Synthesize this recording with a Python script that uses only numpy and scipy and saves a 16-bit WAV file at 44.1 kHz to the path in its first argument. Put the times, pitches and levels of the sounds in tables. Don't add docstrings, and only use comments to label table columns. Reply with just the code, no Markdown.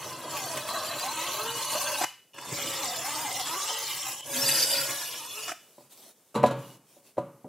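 import sys
import numpy as np
from scipy import signal
from scipy.fft import rfft, irfft, next_fast_len
from scipy.io import wavfile

SR = 44100
rng = np.random.default_rng(int(sys.argv[2]) if len(sys.argv) > 2 else 0)


def unload_wav(signal):
    wavfile.write(
        sys.argv[1],
        SR,
        np.round(np.clip(np.atleast_2d(signal).T, -1, 1) * 32767).astype(np.int16),
    )


N = 329868
TIME = np.arange(N) / SR
# (time [s], feed [dB])
FEED_CURVES = [
    [(0.0, -42), (0.03, -40.5), (0.28, -44.5), (0.31, -38), (0.59, -36.5), (0.62, -40), (0.71, -38.5),
     (2.0, -31.5), (2.05, -30.5)],
    [(2.335, -86), (2.345, -53), (2.548, -35.5), (2.824, -33), (2.834, -31), (2.954, -36), (3.162, -33.5),
     (4.084, -34), (4.21, -40)],
    [(4.22, -61), (4.26, -42), (4.33, -30.5), (4.43, -27.5), (4.646, -27), (4.66, -31), (4.728, -26),
     (5.278, -43), (5.504, -38), (5.53, -44)],
]


def amp(db):
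    return 10 ** (np.asarray(db) / 20)


def unit(x):
    return x / np.sqrt(np.mean(x ** 2) + 1e-20)


def read(points, hz):
    f, value = np.transpose(points)
    return np.interp(np.log(hz + 1), np.log(f + 1), value)


def level(s, db, fade_s=0.0012):
    outside_s = np.maximum(np.maximum(s[0] - TIME, TIME - s[-1]), 0)
    return amp(np.interp(TIME, s, db)) * np.exp(-outside_s / fade_s)


def feed_gain():
    return sum(level(*np.transpose(curve)) for curve in FEED_CURVES)


def swell(start_s, length_s, ramp_s):
    inside_s = np.minimum(TIME - start_s, start_s + length_s - TIME)
    return np.sin(np.pi / 2 * np.clip(inside_s / ramp_s, 0, 1))


def colour(x, points):
    size = next_fast_len(x.shape[-1])
    gain = amp(read(points, np.fft.rfftfreq(size, 1 / SR)))
    return irfft(rfft(x, size) * gain, size)[..., :x.shape[-1]]


def noise(size=N):
    return rng.standard_normal((2, size))


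def wander(per_s):
    return unit(np.interp(TIME * per_s, np.arange(SR), rng.standard_normal(SR)))


def resonate(x, hz, width_hz):
    return signal.lfilter(*signal.iirpeak(hz, hz / max(width_hz, 2), fs=SR), x)


def body(x, modes):
    return unit(sum(amp(db) * resonate(resonate(x, hz, 1.24 * width), hz, 1.24 * width)
                    for hz, width, db in modes))


def add(mix, start_s, sound):
    part = mix[:, max(round(start_s * SR), 0):][:, :sound.shape[-1]]
    part += sound[..., :part.shape[1]]


def fibres(per_s, spread_db, snap_ratio):
    snaps = noise() * amp(spread_db * np.minimum(rng.exponential(1, N), 2))
    snaps *= rng.random(N) < per_s / SR
    return unit(snap_ratio * unit(snaps) + noise())


def patchy(x, depth_db, width_hz, length_s):
    bands = signal.stft(x, SR, nperseg=1024, noverlap=768)[2]
    field = rng.standard_normal(bands.shape[1:])
    for axis, span in enumerate([width_hz * 1024 / SR, length_s * SR / 256]):
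        bell = np.exp(-2 * (np.arange(-30, 31) / span) ** 2)
        field = signal.fftconvolve(field, np.expand_dims(bell, 1 - axis), "same")
    bands *= amp(depth_db * np.clip(unit(field), -2, 2))
    return unit(signal.istft(bands, SR, nperseg=1024, noverlap=768)[1][:, :N])


def air(level_db=-67):
    spectrum = [(30, -6.5), (60, -13), (130, 2), (500, 2), (1400, -7), (4000, -10.5), (9000, -6),
                (14400, -9), (16000, -17.5)]
    return amp(level_db) * unit(colour(noise(), spectrum))


def boring(hiss_db=-1.7, usual_feed_db=-36, rumble_fade_db_per_s=7, rasp_fade_db_per_s=2):
    # (frequency [Hz], density [dB])
    chip_spectra = [
        [(820, -58), (1400, -5), (2190, 2.5), (2310, -6), (2500, 4.5), (3150, 0), (3450, -1), (3720, -10),
         (4080, 1), (4650, -3.5), (5160, -13.5), (5660, -1.5), (7010, -0.5), (7600, -3.5), (8080, -4),
         (12000, -6), (16000, -14)],
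        [(820, -60.5), (1400, -54), (1770, 0), (1940, 12), (2580, 7), (3070, 9.5), (3840, 4), (4210, 5),
         (4520, 5.5), (7450, 9), (10300, 0), (12000, 4.5), (13000, -3), (15100, -2), (16000, -8)],
        [(820, -55), (1400, -5.5), (1700, -10), (1810, -8), (2500, -10), (2850, -20.5), (3260, -12.5),
         (3580, -11.5), (4250, -17), (4760, -11.5), (5200, -6), (5400, -15.5), (5950, -7.5), (11900, -10.5),
         (14900, -19.5), (16000, -20.5)],
    ]
    # (frequency [Hz], nominal width [Hz], level [dB])
    wood_modes = [
        [(594, 65, 5.5), (1055, 350, 3), (1520, 170, -3)],
        [(564.7, 31, -1), (1007, 700, -5.5), (1566, 131, -12.5)],
        [(616, 190, 6), (946, 250, 4), (1460, 140, -21), (1678, 94, 1.5)],
    ]
    steel_modes = [(2615, 650, 6), (2900, 200, 11.5), (3447, 414, 6.5), (4060, 670, 3), (4820, 740, -6.5),
                   (5470, 560, 4.5), (5890, 120, -4), (6930, 68, 6), (7140, 73, -1)]
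    rumble_modes = [(98, 120, -19), (136.6, 50, 4), (176, 138, 0.5), (253, 30.4, 6), (329, 66, 3.5),
                    (432, 374, 3.5)]
    # (breakthrough [s], rasp [dB], entry rumble [dB], steel ring [dB])
    holes = [(1.95, -40, -42, -68), (3.55, -43, -46.5, -51), (4.7, -46.5, -50, -46)]
    out = np.zeros((2, N))
    bite = amp(.8 * wander(55) + .6 * wander(400))
    tearing = fibres(per_s=1500, spread_db=3.5, snap_ratio=.55) * bite
    tearing = patchy(tearing, depth_db=2.4, width_hz=900, length_s=.02)
    tearing = patchy(tearing, depth_db=5.5, width_hz=41, length_s=.11) * amp(.75 * wander(12))
    steel = body(patchy(tearing, depth_db=3, width_hz=200, length_s=.1), steel_modes)
    bench = body(noise(), rumble_modes) * amp(2 * wander(30))
    for curve, hole, chips, wood in zip(FEED_CURVES, holes, chip_spectra, wood_modes):
        through_s, rasp_db, rumble_db, steel_db = hole
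        s, feed_db = np.transpose(curve)
        push_db = feed_db - usual_feed_db
        steadied_db = rumble_fade_db_per_s * np.maximum(TIME - s[0], 0)
        freed_db = rasp_fade_db_per_s * np.maximum(TIME - through_s, 0)
        out += level(s, feed_db + hiss_db) * unit(colour(tearing, chips))
        out += level(s, steel_db + .1 * push_db) * steel
        out += level(s, rasp_db + .56 * push_db) * amp(-freed_db) * body(tearing, wood)
        out += level(s, rumble_db + .65 * push_db) * amp(-steadied_db) * bench
    return out


def squeaks(gain_db=-10.5, per_s=120, length_s=.032, low_hz=2900, high_hz=5900, jitter=.075, spread_db=9):
    out, window = np.zeros((2, N)), np.hanning(int(length_s * SR))
    for when, pitch, size, side_turns in rng.random((int(per_s * N / SR), 4)):
        hz = low_hz * (high_hz / low_hz) ** pitch * (1 + jitter * rng.standard_normal(len(window)))
        phase = 2 * np.pi * (np.cumsum(hz) / SR + np.array([[0], [side_turns]]))
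        add(out, when * N / SR, amp(spread_db * size) * window * np.sin(phase))
    return amp(gain_db) * unit(out) * feed_gain()


def crumbs(gain_db=-13, per_s=45, length_s=.02, low_hz=3300, high_hz=13000, q=14, spread_db=8):
    clumps = [(0.373, 0.013, -32), (0.577, 0.018, -35.5), (0.689, 0.037, -37.5), (0.997, 0.038, -39),
              (1.057, 0.061, -37)]
    clump_spectrum = [(1000, -6), (3000, 3), (5200, -7), (5800, -5), (9000, -4.5), (13000, -10),
                      (16000, -10)]
    crunches, window = np.zeros((2, N)), np.hanning(int(length_s * SR))
    snaps = fibres(per_s=2500, spread_db=3, snap_ratio=2)
    for when, pitch, size in rng.random((int(per_s * N / SR), 3)):
        hz = low_hz * (high_hz / low_hz) ** pitch
        start = int(when * (N - len(window)))
        burst = snaps[:, start:start + len(window)] * window
        add(crunches, start / SR, amp(spread_db * size) * unit(resonate(burst, hz, hz / q)))
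    clump_gain = sum(amp(db) * swell(s - span / 2, span, span / 2) for s, span, db in clumps)
    return amp(gain_db) * unit(crunches) * feed_gain() + clump_gain * unit(colour(snaps, clump_spectrum))


def motor(whine_db=-3.5, light_load_hz=450, flutter_db=2.2, growl_db=-50, usual_whine_db=-42):
    # (time [s], shaft speed [Hz], whine [dB])
    speed_curves = [
        [(0.02, 348.7, -49.5), (0.3, 330, -44.5), (0.42, 259.6, -43.5), (0.5, 230, -44.5), (0.6, 190.4, -45),
         (0.68, 227.2, -41.5), (0.745, 231.5, -39.5), (0.82, 191.1, -38), (0.87, 211, -43), (0.91, 232.6, -41),
         (0.97, 193.3, -43), (1.06, 261.8, -39.5), (1.13, 315, -46), (1.18, 307.5, -39), (1.25, 349.6, -38.5),
         (1.33, 366.7, -44), (1.4, 417, -41), (1.46, 453, -38), (1.53, 470, -41), (1.6, 495, -48),
         (1.72, 186, -57), (1.76, 199.4, -30.5), (1.8, 244.8, -46), (1.86, 279.2, -52), (1.93, 296, -44.5),
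         (2.04, 265, -37)],
        [(2.79, 350, -38.5), (2.83, 301, -36.5), (2.85, 257, -37), (2.88, 239, -42.5), (2.93, 250.4, -44),
         (3.0, 217, -44.5), (3.05, 254.7, -39), (3.1, 296, -39.5), (3.22, 314, -39), (3.28, 270, -39.5),
         (3.34, 256.9, -47), (3.39, 274.5, -41), (3.42, 229, -42), (3.5, 315.7, -40), (3.54, 334.6, -35),
         (3.57, 380, -39), (3.61, 377, -47), (3.67, 422.5, -52), (3.82, 480, -45.5), (3.96, 345, -58)],
        [(4.86, 357.3, -63), (4.89, 363, -41), (4.96, 387, -58), (5.0, 336.5, -49), (5.05, 299.7, -55),
         (5.12, 406, -72), (5.16, 341.5, -63), (5.2, 302.4, -53), (5.25, 310, -48), (5.32, 385, -60),
         (5.38, 432, -45), (5.44, 439, -56), (5.48, 436, -46)],
    ]
    orders = [(1, 3), (2, -12), (3, 1), (4, -9), (6, -9), (8, -7)]  # (multiple of shaft speed, level [dB])
    radiation = [(200, -23), (290, -14), (350, -13), (450, -4.5), (650, 0.5), (1230, 4.5), (1450, -16.5),
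                 (1700, -1), (2800, -3), (4000, -24)]
    housing_modes = [(1090, 270, 3), (1207, 93, -3.5)]  # (frequency [Hz], nominal width [Hz], level [dB])
    s, hz, _ = np.concatenate(speed_curves).T
    shaft_hz = np.interp(TIME, s, hz)
    load = light_load_hz / shaft_hz
    phase = 2 * np.pi * np.cumsum(shaft_hz * (1 + .011 * load * wander(90))) / SR
    whine = np.zeros(N)
    for order, db in orders:
        rough = .135 * order * load
        shake = (1 + rough * (wander(130) + 1j * wander(130))) / np.sqrt(1 + 2 * rough ** 2)
        gain = amp(db + read(radiation, order * shaft_hz) + flutter_db * wander(35))
        whine += gain * (shake * np.exp(1j * order * phase)).real
    growl = body(noise()[0] * (1 + np.cos(phase)), housing_modes)
    bouts = [np.transpose(curve) for curve in speed_curves]
    whine_gain = sum(level(s, db + whine_db) for s, _, db in bouts)
    growl_gain = sum(level(s, growl_db + .6 * (db - usual_whine_db)) for s, _, db in bouts)
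    return np.sqrt(2) * whine_gain * whine + growl_gain * growl


def squeals(gain_db=1.2, jitter=.009, arch=.02):
    events = [(0.452, 0.045, 4460, -46), (0.49, 0.038, 4440, -42), (0.698, 0.06, 4040, -41.5),
              (0.725, 0.041, 4100, -40), (0.764, 0.07, 3980, -41.5), (0.838, 0.037, 4440, -49),
              (0.89, 0.027, 4690, -39), (0.914, 0.025, 4020, -36), (0.992, 0.037, 4050, -38),
              (1.012, 0.051, 4820, -39), (1.033, 0.031, 4060, -37), (1.091, 0.049, 4070, -41),
              (1.226, 0.029, 4030, -43), (1.258, 0.037, 4068, -41), (1.336, .03, 4400, -42),
              (1.421, 0.029, 4097, -38), (4.426, 0.057, 5420, -29), (4.467, 0.021, 4800, -27),
              (4.481, 0.025, 4756, -28.5), (4.521, .028, 4760, -25), (4.557, 0.021, 4840, -27),
              (4.591, 0.031, 4750, -32), (4.604, .018, 4800, -28), (4.629, 0.016, 4730, -21),
              (4.64, 0.023, 4720, -28.5), (4.648, 0.033, 5500, -35), (4.675, .02, 4650, -37),
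              (4.738, 0.033, 4786, -25.5), (4.79, 0.052, 4830, -31)]
    out, slip = np.zeros((2, N)), wander(700)
    quadrature = np.array([[0], [np.pi / 2]])
    for s, length_s, hz, db in events:
        u = np.linspace(-1, 1, int(length_s * SR))
        bend = 1 - arch * u ** 2 + jitter * slip[int(s * SR):][:len(u)]
        phase = 2 * np.pi * np.cumsum(hz * bend) / SR
        window = np.cos(np.pi / 2 * u) ** 3.3
        add(out, s - length_s / 2, amp(db + gain_db) * np.sqrt(2) * window * np.sin(phase + quadrature))
    return out


def chatter(gain_db=-2, stutter_db=4.5, ramp_s=.051):
    # (start [s], length [s], frequency [Hz], nominal width [Hz], level [dB])
    rubs = [(1.46, 0.38, 2946, 80, -44), (1.96, 0.18, 2950, 80, -49), (0.66, 0.63, 4060, 120, -50),
            (2.466, 0.23, 153, 80, -44), (2.466, 0.28, 290.5, 160, -45.5), (3.666, 0.61, 3107, 166.7, -44),
            (4.33, 0.16, 260, 30.03, -39), (4.43, 0.37, 4780, 125, -36.5), (4.533, 0.31, 970, 29.6, -39),
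            (4.56, .3, 1492, 50.3, -42), (5.063, 0.18, 3193, 40, -50), (5.197, 0.22, 3455, 29.8, -44.5),
            (6.6, 0.18, 2900, 110, -63)]
    stutter_noise = noise() * amp(stutter_db * wander(40))
    return sum(amp(db + gain_db) * swell(s, length_s, ramp_s) * body(stutter_noise, [(hz, width_hz, 0)])
               for s, length_s, hz, width_hz, db in rubs)


def snags(rise_s=.004914, fall_s=.003978, low_hz=330, low_db=-11, rip_db=-1):
    catches = [(1.756, -31.5, 590.5, -8), (2.0164, -25.5, 733.5, -10), (2.025, -36.5, 870, 5),
               (2.043, -27.5, 804, 2), (2.388, -43, 1012, 4), (5.484, -41, 696.8, 7), (5.495, -36, 1320, 2),
               (5.504, -49, 650, 13.5), (5.521, -37, 690, 1.5)]
    rip_spectrum = [(300, -21.5), (1200, 9.5), (3000, 4), (4100, -21), (5000, -1.5), (7000, 1.5),
                    (12000, -17), (16000, -40)]
    out, t = np.zeros((2, N)), np.arange(-1000, 2000) / SR
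    window = np.exp(-abs(t / np.where(t < 0, rise_s, fall_s)) ** 3.8)
    for s, db, hz, relative_db in catches:
        jerk = amp(relative_db + rip_db) * unit(colour(noise(len(t)), rip_spectrum))
        rocking = np.sin(2 * np.pi * hz * t) + amp(low_db) * np.sin(2 * np.pi * low_hz * t)
        jerk[0] += np.sqrt(2) * rocking
        add(out, s + t[0], amp(db) * window * jerk)
    return out


def groans(jitter=.016, flutter_db=2.5, rough_rad=.25):
    slip_curves = [
        [(2.5, 278, -52), (2.63, 279.4, -45.5), (2.76, 274.2, -44.5), (2.95, 273, -56.5)],
        [(4.27, 284, -52), (4.3, 284, -40), (4.35, 277.8, -45), (4.41, 274.7, -36.5), (4.5, 278.4, -42),
         (4.58, 273.7, -40), (4.63, 256.3, -44), (4.68, 279, -44), (4.74, 276, -36), (4.83, 278.4, -39),
         (4.87, 274.6, -49), (4.95, 282, -44), (5.0, 279.4, -57)],
    ]
    partials = [(1, -13), (2, 0.5), (3, -12), (4, -12), (6, -23.5)]  # (multiple of slip rate, level [dB])
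    s, hz, _ = np.concatenate(slip_curves).T
    phase = 2 * np.pi * np.cumsum(np.interp(TIME, s, hz) * (1 + jitter * wander(120))) / SR
    tone = sum(amp(db + flutter_db * wander(30)) * np.sin(k * phase + rough_rad * wander(150))
               for k, db in partials)
    return unit(tone) * sum(level(s, db) for s, _, db in map(np.transpose, slip_curves))


def sleeve(gain_db=-3.5, ramp_s=.066):
    strokes = [(5.497, 0.41, -57.5), (5.89, 0.074, -45), (5.932, 0.21, -50), (6.096, 0.59, -65.5),
               (6.551, 0.24, -52), (6.848, 0.18, -58), (7.016, 0.12, -56), (7.18, 0.25, -77)]
    cloth_spectrum = [(100, -15), (200, 0), (600, 1.5), (1100, -4), (1700, -11.5), (3000, -4.5), (5000, -6),
                      (9400, -5), (12500, -7), (16000, -9.5)]
    brush = fibres(per_s=700, spread_db=3, snap_ratio=.5)
    brush = patchy(brush, depth_db=2.6, width_hz=220, length_s=.04)
    power = sum((amp(db) * swell(s, length_s, ramp_s)) ** 2 for s, length_s, db in strokes)
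    return amp(gain_db) * np.sqrt(power) * unit(colour(brush, cloth_spectrum))


def knocks(rise_s=.0013, thud_t60_s=.044, rattle_t60_s=.62, slap_t60_s=.025, crack_t60_s=.12):
    # (time [s], level [dB], spot [0 under drill, 1 under knob], soft-contact corner [Hz],
    #  relative crack [dB], relative ring [dB])
    blows = [(5.780, -49, 1, 1170, -32, -10.5), (5.806, -55, 0.94, 1510, -26, -10),
             (6.343, -45, 0.71, 1400, 8, -3), (6.35, -32.5, 0.13, 1340, 0.5, 4),
             (6.357, -30, 0.18, 2500, -2.5, 4), (6.372, -31.5, 0.46, 1700, -8, -4),
             (6.429, -32.5, 0.96, 3500, -0.5, 2.5), (6.4368, -14, 1, 2570, -20, -13),
             (6.4597, -25.5, 0.59, 1496, -1.5, -3.5), (6.509, -31, 0.53, 1500, -3.5, 0),
             (6.552, -39.5, 0.59, 1500, -14, -2.5), (6.964, -62, 0.96, 714, -22.5, 0.5),
             (7.004, -76, 0.81, 805, -17.5, -7.5), (7.169, -43.5, 0.6, 1535, -12, 1),
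             (7.179, -24, 0.93, 950, -19, -9), (7.4445, -31.5, 0.78, 450, -49, -7.5)]
    # (frequency [Hz], level struck under drill [dB], level struck under knob [dB], t60 [s])
    bench_modes = [(129.4, -6, -10, 0.71), (214.4, -1.5, -16.5, 0.64), (250, -10, 0, 0.23),
                   (334, -14, 4, 0.13), (441, -4.5, -4.5, 0.13), (473.5, 1, -16.5, 0.42),
                   (557, -9.5, 4.5, 0.39), (587.4, -5, 7.5, 0.23), (615, -1, -16.5, 0.33),
                   (730, -25, 4, 0.21), (911, 0, -14, 0.44), (992, -28.5, 3.5, 0.24),
                   (997, -6.5, -21.5, 0.46), (1140, -10, -19, .38), (1228, -10, -9, 0.47),
                   (1417, -24.5, -12, 0.36), (1517, -13.5, -23, 0.53), (1660, -22, -14, 0.36),
                   (1960, -22.5, -12, .15), (2580, -29, -26, 0.114)]
    # (frequency [Hz], nominal width [Hz], level [dB])
    clack_modes = [(1250, 520, 4.5), (1990, 300, -9), (2750, 560, -2), (3950, 440, 0.5), (4400, 170, -9),
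                   (5660, 230, -8), (6300, 110, -7), (7050, 420, -5.5), (7940, 350, -7),
                   (9900, 1300, -11.5), (11900, 760, -13)]
    rattle_spectrum = [(50, -59), (90, -23.5), (125, 12.5), (175, 3), (300, 1), (600, -7.5), (1150, -4),
                       (1700, -17.5), (3000, -14), (6000, -28), (16000, -33)]
    slap_spectrum = [(100, -11), (400, -1), (750, 4.5), (1100, 4), (1500, -20.5), (2300, -6.5), (3200, -19),
                     (16000, -37.5)]
    out, t = np.zeros((2, N)), np.arange(SR) / SR
    hz, drill_db, knob_db, t60_s = np.transpose(bench_modes)[:, :, None]
    thud = np.sin(2 * np.pi * hz * t) * amp(-60 * t / thud_t60_s)
    attack = 1 - np.exp(-(t / rise_s) ** 2)
    for s, db, spot, soft_hz, crack_db, ring_db in blows:
        mode_gain = amp(drill_db + spot * (knob_db - drill_db)) / np.sqrt(1 + (hz / soft_hz) ** 4)
        ring = amp(ring_db - 2 - 60 * t / t60_s) * np.sin(2 * np.pi * (hz * t + rng.random(hz.shape)))
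        rattle = unit(colour(noise(SR), rattle_spectrum)) * amp(ring_db - 7 - 60 * t / rattle_t60_s)
        slap = unit(colour(noise(SR), slap_spectrum)) * amp(-3 - 60 * t / slap_t60_s)
        blow = signal.lfilter(*signal.butter(2, 1.48 * soft_hz, fs=SR), rattle + slap)
        blow += body(noise(SR), clack_modes) * amp(crack_db - 5 - 60 * t / crack_t60_s)
        blow[0] += (mode_gain * (thud + ring)).sum(0)
        add(out, s, amp(db) * attack * blow)
    return out


def workshop(x, gap_s=.004):
    decay_times = [(100, 0.52), (300, 0.037), (1000, 0.28), (3000, 0.47), (8000, 0.33), (16000, 0.36)]  # (frequency [Hz], t60 [s])
    hz, t, bands = signal.stft(noise(SR), SR, nperseg=256)
    decay = amp(-60 * t / read(decay_times, hz)[:, None]) * (t > gap_s)
    tail = signal.istft(bands * decay, SR, nperseg=256)[1]
    return signal.fftconvolve(x, tail / np.linalg.norm(tail[0]), axes=1)[:, :N]


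def scene(drill_wet_db=-10, knock_wet_db=-12):
    side_gain = [(100, -47), (3800, -107), (4500, -7), (5000, -5), (8000, -3.5), (16000, -1.5)]  # (frequency [Hz], gain [dB])
    drill = boring() + chatter() + squeals() + squeaks() + crumbs() + snags()
    blows = knocks()
    drill[0] += motor() + groans()
    direct = drill + blows + sleeve() + air()
    mid, side = direct + workshop(amp(drill_wet_db) * drill + amp(knock_wet_db) * blows)
    side = colour(side, side_gain)
    return np.array([mid + side, mid - side])


def record(dry, low_cut_hz=88, high_cut_hz=15800):
    thin = signal.sosfilt(signal.butter(4, low_cut_hz, "high", fs=SR, output="sos"), dry)
    low_pass = signal.firwin(511, high_cut_hz, window=("kaiser", 9), fs=SR)
    return signal.oaconvolve(thin, low_pass[None], "same")


dry = scene()
out = record(dry)
unload_wav(out)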